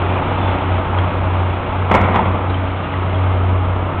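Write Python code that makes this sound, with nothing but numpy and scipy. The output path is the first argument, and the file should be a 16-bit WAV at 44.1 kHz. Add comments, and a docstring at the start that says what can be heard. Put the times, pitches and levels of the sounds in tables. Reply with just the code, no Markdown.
"""Diesel excavators drone on a demolition site, their exhaust firing tone swelling and dipping.
Behind it, engines, fans and far traffic roar, pumps whine, oil rushes through a valve and steel squeaks.
Midway a concrete slab cracks in the jaws: bursts of tiny fractures ring slab and steel and echo
from the building. Small stones clink and trickle."""
import sys
import numpy as np
from scipy import signal
from scipy.fft import rfft, irfft
from scipy.io import wavfile

SR = 44100
rng = np.random.default_rng(int(sys.argv[2]) if len(sys.argv) > 2 else 0)


def wav_out(sig):
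    """Save sig, one row per channel (or a flat mono array), as 16-bit PCM at SR to the path in sys.argv[1]."""
    wavfile.write(sys.argv[1], SR, np.round(np.clip(np.atleast_2d(sig).T, -1, 1) * 32767).astype(np.int16))


N = 176400
TIME_S = np.arange(N) / SR
CYLINDERS = 6


def from_db(db):
    """Decibels to gain."""
    return 10 ** (np.asarray(db) / 20)


def unit_rms(x):
    """Scale to unit power."""
    return x / np.sqrt(np.mean(x ** 2) + 1e-20)


def curves(rows):
    """Interpolate each column after time_s to every sample."""
    time_s, *columns = np.transpose(rows)
    return [np.interp(TIME_S, time_s, column) for column in columns]


def drift(rate_hz):
    """Slow random wander, unit RMS."""
    hop, settle = 40, 2000
    pole = np.exp(-2 * np.pi * rate_hz * hop / SR)
    noise = rng.standard_normal(N // hop + settle + 2)
    slow = signal.lfilter([1], [1, -2 * pole, pole * pole], noise)[settle:]
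    return np.interp(np.arange(N) / hop, np.arange(len(slow)), unit_rms(slow))


def phase_rad(hz):
    """Running phase from a random start."""
    return 2 * np.pi * (np.cumsum(hz) / SR + rng.random())


def resonate(x, hz, t60_s):
    """Drive one decaying mode."""
    pole, step_rad = from_db(-60 / (t60_s * SR)), 2 * np.pi * hz / SR
    return signal.lfilter([0, np.sin(step_rad)], [1, -2 * pole * np.cos(step_rad), pole * pole], x + 1e-18)


def noise_band(hz, t60_s):
    """Noise-driven mode, unit RMS."""
    return unit_rms(resonate(rng.standard_normal(N), hz, t60_s))


def colour(x, spectrum):
    """Minimum-phase filter; white noise keeps its power."""
    size = 8192
    hz, db = np.transpose(spectrum)
    bins_hz = np.arange(size // 2 + 1) * SR / size
    gain = unit_rms(from_db(np.interp(np.log(bins_hz + 1), np.log(hz), db)))
    cepstrum = irfft(np.log(gain))[:size // 2]
    cepstrum[1:] *= 2
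    return signal.fftconvolve(x, irfft(np.exp(rfft(cepstrum, size))))[:N]


def crossover(x, side, hz=1453):
    """Low or high side of a crossover that sums flat."""
    sos = signal.butter(4, hz, side, fs=SR, output="sos")
    return signal.sosfilt(sos, signal.sosfilt(sos, x))


def decay(start_s, t60_s):
    """Sudden onset, exponential decay."""
    age_s = TIME_S - start_s
    return (age_s >= 0) * from_db(-60 * np.clip(age_s / t60_s, 0, 4))


def clicks(per_s, spread_db):
    """Random impulses of uneven size, unit RMS."""
    sizes = from_db(spread_db * np.minimum(rng.exponential(1, N), 4)) * rng.choice([-1, 1], N)
    return unit_rms(sizes * (rng.random(N) < per_s / SR))


# Roar spectrum: frequency_hz, relative_density_db
ROAR_SPECTRUM = [(22, -5.5), (45, -1.5), (70, -3.5), (120, -1.5), (160, -1), (200, -2.5), (300, -2.5),
                 (370, -1), (450, -5.5), (620, -2), (750, -3), (880, -1.5), (1080, -4.5), (1270, -3),
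                 (1500, -8.5), (1750, -13), (2200, -10.5), (2800, -14), (3350, -16.5), (4000, -26)]
# Roar envelope: time_s, low_db, treble_db
ROAR_LEVELS = [(0, -20, -30.5), (.5, -21.5, -30), (.95, -21.5, -32.5), (1.4, -23, -32.5),
               (1.85, -22.5, -33), (2.3, -21.5, -35), (2.7, -25, -33), (3.2, -23, -33.5), (3.6, -24, -35.5),
               (4, -23.5, -35)]


def roar(cycle_rad):
    """Engine, fan and traffic noise, throbbing with firings, crank and another machine's clatter."""
    clatter = np.sin(phase_rad(hz=63.4 * (1 + .03 * drift(2.4))))
    firing = np.sin(CYLINDERS * cycle_rad)
    crank = np.sin(2 * cycle_rad + drift(4))
    throb = 1 + .032 * firing + .09 * crank + .07 * clatter
    noise = colour(rng.standard_normal(N) * throb, ROAR_SPECTRUM)
    low_db, treble_db = curves(ROAR_LEVELS)
    low = unit_rms(crossover(noise, "low")) * from_db(low_db + .5 * drift(21))
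    treble = unit_rms(crossover(noise, "high")) * from_db(treble_db + .5 * drift(9.1))
    return low + treble


# Machine tones: pitch_hz, level_db
WHINE_TONES = [(64.7, -39.5), (58.73, -37.5), (280.2, -39), (485.6, -41.5), (638, -44), (861, -43),
               (1663, -58), (2140, -54.5), (2770, -53.5)]


def whines():
    """Pumps, fans and gears hum, wavering in level and pitch."""
    tones = 0
    for pitch_hz, level_db in WHINE_TONES:
        peak = np.sqrt(2) * from_db(level_db + 3.8 * drift(1.3))
        tones += peak * np.sin(phase_rad(pitch_hz * (1 + .00562 * drift(8))))
    return tones


# Oil flow noise: time_s, level_db
VALVE_LEVELS = [(0, -32.5), (.45, -29), (1.0, -32.5), (1.6, -42), (4, -44)]


def valve():
    """Hydraulic oil rushes through a valve and eases off."""
    level_db, = curves(VALVE_LEVELS)
    return from_db(level_db) * noise_band(hz=854, t60_s=.018)


# Joint squeaks: centre_s, length_s, pitch_hz, level_db
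JOINT_SQUEAKS = [(0.14, 0.14, 2430, -35.5), (0.438, 0.15, 3480, -37.5), (1.54, 0.051, 3380, -41.5),
                 (2.84, .05, 2800, -38.5)]


def squeaks():
    """Dry steel joints rub and sing briefly at one pitch."""
    sound = 0
    for centre_s, length_s, pitch_hz, level_db in JOINT_SQUEAKS:
        rub = np.exp(-(2 * (TIME_S - centre_s) / length_s) ** 2)
        sound += from_db(level_db) * rub * noise_band(pitch_hz, t60_s=.035)
    return sound


# Stone and steel clinks: start_s, pitch_hz, level_db, t60_s
RUBBLE_CLINKS = [(0.984, 3220, -29, 0.042), (2.137, 3704, -34, 0.053), (2.496, 3852, -30, 0.069),
                 (2.543, 3110, -29.5, .07), (2.545, 2240, -31, 0.066), (2.939, 1895, -31, .1),
                 (3.145, 3250, -33, 0.077)]


def rubble(stones_per_s=250, trickle_db=-44):
    """Single clinks over a steady trickle of small stones."""
    clinks = trickle = 0
    for start_s, pitch_hz, level_db, t60_s in RUBBLE_CLINKS:
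        clinks += from_db(level_db) * decay(start_s, t60_s) * noise_band(pitch_hz, t60_s=.042)
    pitches_hz = np.geomspace(800, 3700, num=12)
    for pitch_hz in pitches_hz:
        hits = clicks(stones_per_s / len(pitches_hz), spread_db=.5)
        trickle += resonate(hits, pitch_hz, t60_s=22 / pitch_hz) / np.sqrt(pitch_hz)
    return clinks + from_db(trickle_db) * unit_rms(trickle)


def wall_echoes(direct, gain_db=-.5, build_s=.04, cutoff_hz=2500):
    """The hollow building scatters dulled echoes."""
    response = clicks(per_s=1500, spread_db=1.5) * decay(0, t60_s=.91) * (1 - np.exp(-TIME_S / build_s))
    echoes = signal.fftconvolve(direct, response / np.linalg.norm(response))[:N]
    return from_db(gain_db) * signal.sosfilt(signal.butter(1, cutoff_hz, fs=SR, output="sos"), echoes)


# Concrete cracking and falling: start_s, level_db, treble_offset_db, ring_offset_db, t60_s
SLAB_BLOWS = [(0.985, -18.5, 7, -9, .05), (1.898, -17, -2, -7.5, 0.15), (1.912, -10.5, 0.5, -6, .12),
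              (1.940, -11.5, 0.5, 0.5, 0.13), (1.948, -11.5, -0.5, -6.5, 0.086),
              (1.971, -17.5, -1, -11.5, .06), (1.999, -22, 0, -18, 0.12), (2.039, -19, 3.5, -1, 0.086),
              (2.084, -17.5, -2.5, 2.5, .06), (2.143, -12.5, 0.5, -5, 0.15), (2.158, -14.5, 0, -2.5, 0.082),
              (2.190, -18, -8, 9, 0.036), (2.255, -21, 1.5, -2.5, .12)]
# Crunch spectrum: frequency_hz, relative_density_db
CRUNCH_SPECTRUM = [(60, -2), (190, 6.5), (300, -2), (430, -4), (540, 0.5), (660, 2), (920, -1.5), (1100, 1),
                   (1320, 1), (1600, -10), (2150, -6.5), (2600, -13.5), (2850, -17), (3100, -18),
                   (3400, -14.5), (3900, -27.5), (4300, -24.5)]
# Jaw and slab modes: pitch_hz, relative_db, t60_s
JAW_SLAB_MODES = [(196, -19, 0.22), (896, 2, 0.11), (961, 9, 0.028), (1250, -2.5, 0.021),
                  (2155, -11.5, 0.068), (2770, -12, 0.023), (3420, -22, 0.028)]


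def slab_blows(cracks_per_s=9000, spread_db=2, ring_gain_db=.5):
    """Each blow is a dying burst of fractures; returns the crunch and the ring of slab and jaws."""
    low = treble = strike = 0
    for start_s, level_db, treble_offset_db, ring_offset_db, t60_s in SLAB_BLOWS:
        force = from_db(level_db) * decay(start_s, t60_s)
        low += force
        treble += force * from_db(treble_offset_db)
        strike += force * from_db(ring_offset_db)
    cracks = clicks(cracks_per_s, spread_db)
    bursts = crossover(cracks * low, "low") + crossover(cracks * treble, "high")
    crunch = colour(bursts, CRUNCH_SPECTRUM)
    knocks = strike * clicks(cracks_per_s, spread_db)
    ring = 0
    for pitch_hz, relative_db, t60_s in JAW_SLAB_MODES:
        ring += from_db(relative_db) * resonate(knocks, pitch_hz, t60_s) / np.sqrt(t60_s)
    return crunch, from_db(ring_gain_db) * strike.std() * unit_rms(ring)


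# Near engine speed: time_s, firing_hz
FIRING_RATE = [(0, 91.5), (.4, 93.73), (.62, 90.4), (1.0, 92.0), (1.35, 90.84), (1.65, 91.77), (1.9, 91.9),
               (2.5, 92.2), (2.85, 91.64), (3.1, 92.4), (3.4, 91.37), (4, 91.93)]


def engine_cycle():
    """Phase of the near diesel; each cylinder fires once a cycle."""
    firing_hz, = curves(FIRING_RATE)
    return phase_rad(firing_hz / CYLINDERS)


# Near exhaust firing tone: time_s, level_db
EXHAUST_LEVELS = [(0,-18),(.15,-18),(.23,-29),(.29,-20),(.39,-23),(.49,-17),(.6,-26.5),(.69,-17.5),(.78,-16.5),(.86,-35),(1.0,-14),(1.11,-29),(1.2,-20),(1.45,-16),(1.67,-28),(1.82,-19.5),(2.14,-19),(2.2,-29.5),(2.29,-16),(2.39,-22),(2.5,-17),(2.7,-22),(2.88,-31),(2.98,-20),(3.22,-15.5),(3.53,-14.5),(3.7,-17),(3.79,-23),(3.86,-20.5),(3.94,-35),(4,-17)]
# Weak engine orders: cycle_multiple
ENGINE_ORDERS = [9, 10, 12, 15, 18]
# Strength of each order: level_db
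ORDER_LEVELS = [-38.5, -43.5, -39, -45, -41.5]


def exhausts(cycle_rad, far_hz=94.3, far_db=-35.5):
    """Firing tone and weak orders of the near diesel; a far one hunts around nearly the same speed."""
    swell, = curves([(time_s, from_db(level_db)) for time_s, level_db in EXHAUST_LEVELS])
    near = swell * np.sin(CYLINDERS * cycle_rad)
    for order, level_db in zip(ENGINE_ORDERS, ORDER_LEVELS):
        gain = from_db(level_db + 1.1 * drift(3.6))
        near += gain * np.sin(order * cycle_rad + drift(2.2) + 2 * np.pi * rng.random())
    far = from_db(far_db) * np.sin(phase_rad(far_hz * (1 + .018 * drift(2))))
    return np.sqrt(2) * (near + far)


def scene():
    """Machines and breaking concrete in mono; only the crunch echoes."""
    cycle_rad = engine_cycle()
    crunch, ring = slab_blows()
    machines = exhausts(cycle_rad) + whines() + roar(cycle_rad) + squeaks()
    return (machines + crunch + ring + rubble() + wall_echoes(crunch) + valve())[None]


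def record(dry, mic_limit=.72, rolloff_hz=3750, stop_hz=4935, output_limit=.69, output_stop_hz=15800):
    """Narrow-band microphone chain; peaks are limited at input and output."""
    limited = np.clip(dry, -mic_limit, mic_limit)
    dull = signal.sosfilt(signal.butter(6, rolloff_hz, fs=SR, output="sos"), limited)
    narrow = signal.sosfilt(signal.cheby2(12, 60, stop_hz, fs=SR, output="sos"), dull)
    output = np.clip(narrow, -output_limit, output_limit)
    return signal.sosfilt(signal.cheby2(12, 70, output_stop_hz, fs=SR, output="sos"), output)


dry = scene()
out = record(dry)
wav_out(out)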